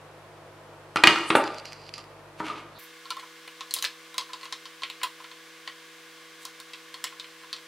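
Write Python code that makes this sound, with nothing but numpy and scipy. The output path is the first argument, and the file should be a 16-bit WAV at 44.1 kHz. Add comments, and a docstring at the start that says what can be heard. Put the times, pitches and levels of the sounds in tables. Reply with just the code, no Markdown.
"""Mains hum and fan noise fill a small hard room; then a circuit board knocks on a workbench as hands tilt it.
A wire fed into its terminal rubs and ticks, a cable sleeve swishes, the board scrapes, a small screwdriver taps.
Blows ring decaying modes, stick-slip noise drives resonances, and bands of decaying noise make the room.
From FAST_FROM_S on the action runs in fast motion, so every pitch rises and every ring shortens by one factor."""
import sys
import numpy as np
from scipy import signal
from scipy.fft import rfft, irfft, next_fast_len
from scipy.io import wavfile
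from scipy.ndimage import uniform_filter1d

SR = 44100
rng = np.random.default_rng(int(sys.argv[2]) if len(sys.argv) > 2 else 0)


def dump_mix(stems):
    """Bounce the given channels to the path in sys.argv[1] as a 16-bit WAV at rate SR."""
    frames = np.atleast_2d(stems).T  # one column per channel
    limited = np.clip(frames, -1, 1)  # hard clip at full scale
    pcm = np.round(limited * 32767).astype(np.int16)
    wavfile.write(sys.argv[1], SR, pcm)


N = 338247

# fast motion resamples every 13 samples to 4
FAST_FROM_S, UP, DOWN = 2.787, 4, 13
SPEED = DOWN / UP
CUT = int(FAST_FROM_S * SR)
LONG = CUT + int((N - CUT) * SPEED) + DOWN  # samples at bench speed
STROKE_RANGE_DB = 24.5  # a stroke starts and ends this far under its loudest moment
RATTLE_TOP_HZ = 4730  # rattle and scraped modes roll off above this, at bench speed


def undb(db):
    """Decibel law: 20 dB is a factor of ten in amplitude."""
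    return 10 ** (np.asarray(db) / 20)


def level(x, db):
    """Root-mean-square level: scale a signal to the given dB."""
    return x * undb(db) / np.sqrt(np.mean(x ** 2))


def real_s(s):
    """Time scaling: bench time of a heard time."""
    return np.asarray(s) + (SPEED - 1) * np.maximum(np.asarray(s) - FAST_FROM_S, 0)


def shape(x, points):
    """Spectral filtering: gain in dB interpolated over log frequency between (Hz, dB) points."""
    size = next_fast_len(x.shape[-1])
    hz, db = np.transpose(points)
    bin_hz = np.arange(size // 2 + 1) * SR / size
    gain = undb(np.interp(np.log(bin_hz + 1), np.log(hz), db))
    return irfft(rfft(x, size) * gain, size)[..., :x.shape[-1]]


def ring(x, hz, width_hz):
    """Resonance: a two-pole peak of unit gain at its centre."""
    return signal.lfilter(*signal.iirpeak(hz, hz / width_hz, SR), x)


def ring_twice(x, hz, width_hz):
    """Cascaded resonance: two equal peaks give steeper skirts."""
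    return ring(ring(x, hz, width_hz), hz, width_hz)


def grit(scatter_db, per_s):
    """Stick-slip friction: clicks of very uneven size over a little smooth rubbing."""
    happens = rng.random(LONG) < per_s / SR
    size = undb(scatter_db * rng.exponential(size=LONG)) * rng.standard_normal(LONG)
    return level(happens * size, 0) + .5 * rng.standard_normal(LONG)


def add(out, x, s):
    """Superposition: add a sound at its bench time."""
    i = int(real_s(s) * SR)
    out[i:i + len(x)] += x[:LONG - i]


def strokes(rows):
    """Friction envelope: gain over bench time, each stroke swelling and fading steadily in dB."""
    out, t = np.zeros(LONG), np.arange(LONG) / SR
    for s, rise_s, fall_s, db in rows:
        start, top, end = real_s([s - rise_s, s, s + fall_s])
        span = slice(int(start * SR), int(end * SR))
        edge_db = db - STROKE_RANGE_DB
        out[span] += undb(np.interp(t[span], [start, top, end], [edge_db, db, edge_db]))
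    return uniform_filter1d(out, size=200)


def stereo(mid, side, width):
    """Interchannel coherence: two close ports, nearly alike in the bass, less so in the treble."""
    side = shape(side, width)
    return np.array([mid + side, mid - side])


# spectrum of the moving air, at bench speed, relative level: centre_hz, level_db
AIR = [(18, -40.5), (30, -39), (124, -8), (145, -12), (179, -10), (287, -11), (319, 0), (437, -8),
       (486, -1.5), (632, -4), (1070, -7), (1630, -11), (1910, -14.5), (2230, -15), (16000, -42)]
AIR_DB = -50  # overall level of the air's mid signal
# stereo width of the air: centre_hz, side_minus_mid_db
AIR_WIDTH = [(50, -7), (300, -14), (1000, -8.5), (3000, -2), (8000, -0.5)]
# fan resonances at bench speed: centre_hz, width_hz, level_db
FAN = [(516, 17, -62.5), (703, 22, -65.5), (990, 220, -59)]
# mains harmonics, before the small pan: multiple_of_mains, level_db
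HUM = [(1, -69.5), (2, -60), (3, -58.5), (4, -78.5), (7, -65.5), (9, -63.5), (13, -61.5), (17, -72),
       (35, -79), (37, -72), (39, -74.5)]
MAINS_HZ, HUM_PAN_DB = 49.85, 0.15  # at bench speed


def background():
    """Stationary noise and a harmonic series: moving air, fan resonances and mains hum."""
    noise = rng.standard_normal((3, LONG))
    air = shape(noise[:2], AIR)
    air = stereo(*(air * undb(AIR_DB) / air[0].std()), AIR_WIDTH)
    fan = sum(level(ring(noise[2], hz, width), db) for hz, width, db in FAN)
    # the hum repeats every mains cycle: one cycle, read over and over
    turn = np.arange(1024) / 1024
    cycle = sum(np.sqrt(2) * undb(db) * np.sin(k * (2 * np.pi * turn + k)) for k, db in HUM)
    hum = np.interp(MAINS_HZ * np.arange(LONG) / SR, turn, cycle, period=1)
    return air + fan + hum * undb([[HUM_PAN_DB], [-HUM_PAN_DB]])


# the bench top thuds under the board, before per-blow scatter: pitch_hz, level_db, t60_s
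BENCH = (73, -30, 0.12)
# board modes at bench speed, before per-blow scatter: pitch_hz, level_db, t60_s
BOARD = [(323.4, 5, 0.15), (413.8, -5, 0.18), (633, 0.5, 0.067), (962, 2.5, 0.058), (1214.6, 5, 0.072),
         (1302, 4, 0.052), (1640, -19, 0.014), (1930, -1, 0.0085), (2160, -3.5, 0.024), (2456, -5.5, 0.041),
         (2840, -4, 0.037), (3060, -8.5, 0.073), (4250, -31, 0.046), (4930, -9, 0.12)]


def blows(table, speed, thump_db, bright_db, crack_hz, crack_s, focus_db, rattle_db, rattle_s,
          spread, lift, first_touch):
    """Modal excitation: a blow rings the modes nearest its favoured pitch most, with a crack and a rattle."""
    out, t = np.zeros(LONG), np.arange(SR // 5) / SR
    hz, db, t60 = np.transpose([BENCH] + BOARD)[:, :, None]
    for s, peak_db, thump, bright, near_hz in table:
        luck, noise = rng.standard_normal((2, len(hz), 1)), rng.standard_normal((3, len(t)))
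        bench_hz = near_hz / speed
        decay = 1000 ** (-t / t60)
        free = np.sin(2 * np.pi * hz * (1 + 0.013 * luck[1]) * t) * decay * undb(db + 2.0 * luck[0])
        # modes lose focus_db for each octave away from the favoured pitch
        focus = undb(-focus_db * np.abs(np.log2(hz / bench_hz)))
        body = (free * focus)[3:].sum(axis=0)
        # the contact chatters for a moment instead of touching once
        chatter = noise[2, :400] * np.exp(-t[:400] / 0.0029)
        chatter[0] += first_touch
        # a contact of finite length cannot push far above its favoured pitch
        push = np.hanning(int(.3 * SR / bench_hz) + 3)
        body = np.convolve(body, np.convolve(chatter, push))[:len(t)]
        # loose parts on the board clatter on after the contact, near the favoured pitch
        rattle = noise[0] * (np.exp(-t / rattle_s) + 0.16 * np.exp(-t / 0.018))
        for _ in range(3):
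            rattle = ring(rattle, lift * bench_hz, spread * bench_hz)
        rattle = signal.sosfilt(signal.butter(4, RATTLE_TOP_HZ, fs=SR, output="sos"), rattle)
        body = body / np.abs(body).max() + undb(rattle_db) * rattle / np.abs(rattle).max()
        crack = noise[1] * (np.exp(-t / crack_s) + .04 * np.exp(-t / 0.017))
        crack = ring_twice(crack, crack_hz, 1.2 * crack_hz)
        crack = crack / np.abs(crack).max() * undb(bright + bright_db)
        # the lowest modes flex the whole board and build up over a cycle
        low = free[:3].sum(axis=0) * undb(thump + thump_db) * (1 - np.exp(-t / 0.014))
        add(out, undb(peak_db) * (body + low + crack), s)
    return out


# board edge on the bench; thump and brightness are relative to the blow and trimmed below,
# the favoured pitch is divided by speed: start_s, level_db, thump_db, brightness_db, pitch_hz
KNOCKS = [(0.959, -11, -21.5, -5.5, 1400), (0.969, -16.5, -20, -4, 2800), (1.037, 3, -20.5, -7, 1900),
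          (1.072, 1, -17, -5, 2330), (1.158, -14.5, -38, -12, 1300), (1.303, -5.5, -9.5, -20, 1060),
          (1.352, -3, -22, -40, 1140), (1.979, -31, -20, -13.5, 1200), (2.402, -19, -12, -22, 707),
          (2.413, -36, -26, -25, 900), (2.499, -23, -10.5, -27, 1220), (2.558, -36, -2, -24, 1240)]


def knocks():
    """Impact of a plate edge: a narrow focus on few modes and a short rattle."""
    return blows(KNOCKS, 0.93, thump_db=1.0, bright_db=-4.5, crack_hz=3800, crack_s=0.003, focus_db=19.0,
                 rattle_db=-2.4, rattle_s=0.0043, spread=2.5, lift=1.036, first_touch=2.7)


# echo bands at bench speed, levels before the tilt with frequency: centre_hz, t60_s, level_db
ROOM = [(304, 0.15, -38.5), (652, 0.59, -36.5), (1300, 0.13, -44), (3060, 0.17, -74.5), (6100, 0.85, -37.5),
        (9640, 0.15, -28)]
# stereo width of the echo: centre_hz, side_minus_mid_db
ROOM_WIDTH = [(300, -31), (1000, -29.5), (3000, -12.5), (8000, -1.5)]
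# board and hands keep moving, so the echo pattern changes this often among a few
ROOM_VIEWS, ROOM_HOLD_S = 4, .03  # hold in bench time


def room(x):
    """Reverberation: broad bands of decaying noise that set in once the first wall echo is back."""
    t, out = np.arange(int(.6 * SR)) / SR, 0
    view = np.arange(LONG) // int(ROOM_HOLD_S * SR) % ROOM_VIEWS
    for k in range(ROOM_VIEWS):
        noise, tail = rng.standard_normal((2, len(t))), 0
        for hz, t60, db in ROOM:
            band = ring(noise, hz, 2.08 * hz) * np.sqrt(1000 / hz)
            tail = tail + undb(db) * band * 1000 ** (-t / t60)
        tail = tail * np.clip((t - .004) / 0.013, 0, 1)
        share = uniform_filter1d(1. * (view == k), size=100)
        echo = signal.oaconvolve((x * share)[None], stereo(*tail, ROOM_WIDTH), axes=1)
        out = out + echo[:, :LONG]
    return out


# wire strands catching, levels before the resonances: start_s, level_db
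TICKS = [(1.186, -16), (1.44, -13), (1.477, -18), (1.545, -20), (1.584, -21), (1.599, -23.5),
         (1.655, -14.5), (1.683, -26), (1.723, -22.5), (1.731, -17.5), (1.892, -22.5), (1.939, -16.5),
         (1.981, -18), (1.991, -25), (2.041, -30)]
# strokes of the wire in the terminal, levels before drive gain: loudest_s, rise_s, fall_s, level_db
WIRE_RUB = [(1.474, 0.11, 0.018, -34.5), (1.6, 0.23, 0.0043, -37), (1.652, 0.0038, 0.16, -35),
            (1.888, 0.28, 0.016, -41.5), (1.94, .005, 0.074, -31.5), (2.0, .06, .045, -39.5)]
# strand resonances at bench speed, widths before a slight narrowing: pitch_hz, width_hz, level_db
WIRE = [(2690, 1840, -11.5), (4240, 590, -5.5), (4700, 380, -2.5), (5800, 210, -15), (7140, 160, -16),
        (10200, 350, -39), (10500, 350, -37)]


def wire(jolts):
    """Source and resonator: rubbing, catches and board jolts ring the same strands; catches also snap broadly."""
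    rub = grit(2.4, 2700) * strokes(WIRE_RUB) * undb(10)
    catches = np.zeros(LONG)
    for s, peak_db in TICKS:
        add(catches, undb(peak_db) * rng.standard_normal(88) * np.exp(-np.arange(88) / 25), s)
    push = rub + undb(8.5) * catches + undb(-1.0) * jolts
    snap = undb(-5.5) * ring_twice(catches, 3000, 3500)
    return snap + sum(undb(db) * ring_twice(push, hz, 0.97 * width) for hz, width, db in WIRE)


# cable sleeve brushing past, pitches at bench speed:
# loudest_s, rise_s, fall_s, level_db, centre_hz, width_hz
CABLE_SWISH = [(1.292, 0.057, 0.087, -42.5, 8640, 3060), (1.358, 0.012, 0.069, -34.5, 8600, 5200),
               (2.77, 0.062, 0.065, -52, 4050, 1300), (2.795, 0.01, .05, -50, 3800, 1900),
               (2.835, .02, .065, -48, 3800, 1930)]


def swish():
    """Band-limited friction noise: the cable sleeve brushes past, thin and airy."""
    rub, out = grit(1.5, 2800), 0
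    for *stroke, hz, width in CABLE_SWISH:
        band = ring(ring_twice(rub, hz, width), hz, width)
        out = out + level(band, 0) * strokes([stroke])
    return out


# drags of the board edge, rasp relative to the drag: loudest_s, rise_s, fall_s, level_db, rasp_db
BOARD_SCRAPE = [(2.4, 0.035, 0.055, -41.5, -10), (2.466, 0.045, 0.14, -32.5, -19),
                (2.577, 0.03, 0.074, -39, -22), (3.192, 0.006, .08, -51, -16),
                (3.77, 0.058, .1, -40.5, -13), (3.823, 0.0038, .005, -43, -7),
                (4.445, 0.035, 0.033, -48, -20), (5.21, 0.046, .3, -62, -12),
                (6.431, 0.038, 0.018, -46, -20)]


def scrape():
    """Friction-driven modes: slips of the dragging board edge ring its modes, with a rasp above."""
    slips = grit(1.2, 3000)
    body = sum(undb(db) * ring(slips, hz, 9.0 / t60) for hz, db, t60 in BOARD)
    body = signal.sosfilt(signal.butter(2, RATTLE_TOP_HZ, fs=SR, output="sos"), body)
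    rasp = ring_twice(grit(1.2, 5000), 4000, 6000)
    body_gain = strokes(row[:4] for row in BOARD_SCRAPE)
    rasp_gain = strokes((*when, db + rasp_db) for *when, db, rasp_db in BOARD_SCRAPE)
    return level(body, -2.5) * body_gain + level(rasp, 0) * rasp_gain


# blade and fingers on the terminal, pitches as heard in fast motion; thump and brightness are
# relative to the blow and trimmed below: start_s, level_db, thump_db, brightness_db, pitch_hz
TAPS = [(3.055, -37.5, -5.5, -21, 3880), (3.105, -21.5, -9, -4, 3730), (3.168, -33, -3, -3, 3420),
        (3.196, -32.5, -26, -21, 2840), (3.227, -41.5, -3, -23, 2110), (3.477, -32.5, -14.5, -5, 2320),
        (3.608, -24.5, -14, -38, 3600), (3.709, -25.5, -27, -4, 4840), (3.739, -20.5, -40, 12.5, 3520),
        (3.764, -25, -17, -18, 4430), (3.787, -26, -17, -10, 4730), (3.825, -17.5, -22, 0.5, 4960),
        (3.842, -19.5, -22, 0, 2030), (3.849, -15, -40, -22, 4240), (4.143, -35, -6.5, 1, 3130),
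        (4.181, -14.5, -16, -2, 3640), (4.21, -28, -29, -18, 3930), (4.293, -41.5, -2, -6, 1680),
        (4.333, -25.5, -12.5, -27.5, 4000), (4.411, -36, -11, -25, 3970), (4.431, -30.5, -13, -23, 3100),
        (4.455, -30.5, -13, -25, 3820), (4.525, -22, -16, -30, 4100), (4.655, -29.5, -14.5, -32, 3570),
        (4.82, -32, -3.5, -32, 3500), (4.834, -19.5, -20, -27, 2690), (4.9, -25, -19, -8, 2660),
        (5.015, -30, -15, -22, 1810), (5.032, -20, -7.5, -8, 4000), (5.034, -16, -37, 0, 3460),
        (5.202, -37, -7, -27, 2100), (5.243, -32.5, -10, -27, 2770), (5.314, -37, -10.5, -17, 3040),
        (5.676, -24.5, -14, -35, 2800), (6.452, -26.5, -17, 0.5, 5150), (6.601, -31.5, -16, 1, 4760),
        (6.734, -28.5, -25, -21, 3500), (6.942, -29.5, -14, -6, 3940), (7.041, -17, -20, -4, 4860),
        (7.069, -30, -34, -14, 2700), (7.124, -45, -2, -15, 1630), (7.198, -28, -23, -28, 3800),
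        (7.243, -34.5, -20, -28, 2500), (7.434, -42.5, -8, -3, 1650), (7.529, -20.5, -23, -23, 3600),
        (7.564, -33.5, -18, -36, 3870)]


def taps():
    """Impact of a small tool: a loose focus over many modes and a longer, narrower rattle."""
    return blows(TAPS, SPEED, thump_db=6.5, bright_db=1.0, crack_hz=2500, crack_s=0.0026, focus_db=3.5,
                 rattle_db=1.0, rattle_s=0.011, spread=1.0, lift=0.97, first_touch=8.0)


# response of the microphone capsule, which loses the top: centre_hz, level_db
MIC = [(7000, -1), (10500, 3), (12000, 2), (16000, -5)]


def scene():
    """Linear superposition at bench speed, then time compression of the later part."""
    board = knocks() + taps() + scrape()
    # little radiates below the lowest board mode
    board = signal.sosfilt(signal.butter(4, 135, "high", fs=SR, output="sos"), board)
    strands = wire(board) + swish()
    direct = board + strands * undb([[-1.8], [1.8]])  # the strands lie to one side
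    bench = direct + room(board + undb(-7) * strands) + background()
    bench = shape(bench, MIC)
    fast = signal.resample_poly(bench[:, CUT:], UP, DOWN, axis=1)
    return np.hstack([bench[:, :CUT], fast])[:, :N]


TOP_HZ = 15750


def record(dry):
    """Overload and band limiting: the loudest knocks clip; the top is cut."""
    low_pass = signal.ellip(10, .2, 60, TOP_HZ, fs=SR, output="sos")
    return signal.sosfilt(low_pass, np.clip(dry, -1, 1))


dry = scene()
out = record(dry)
dump_mix(out)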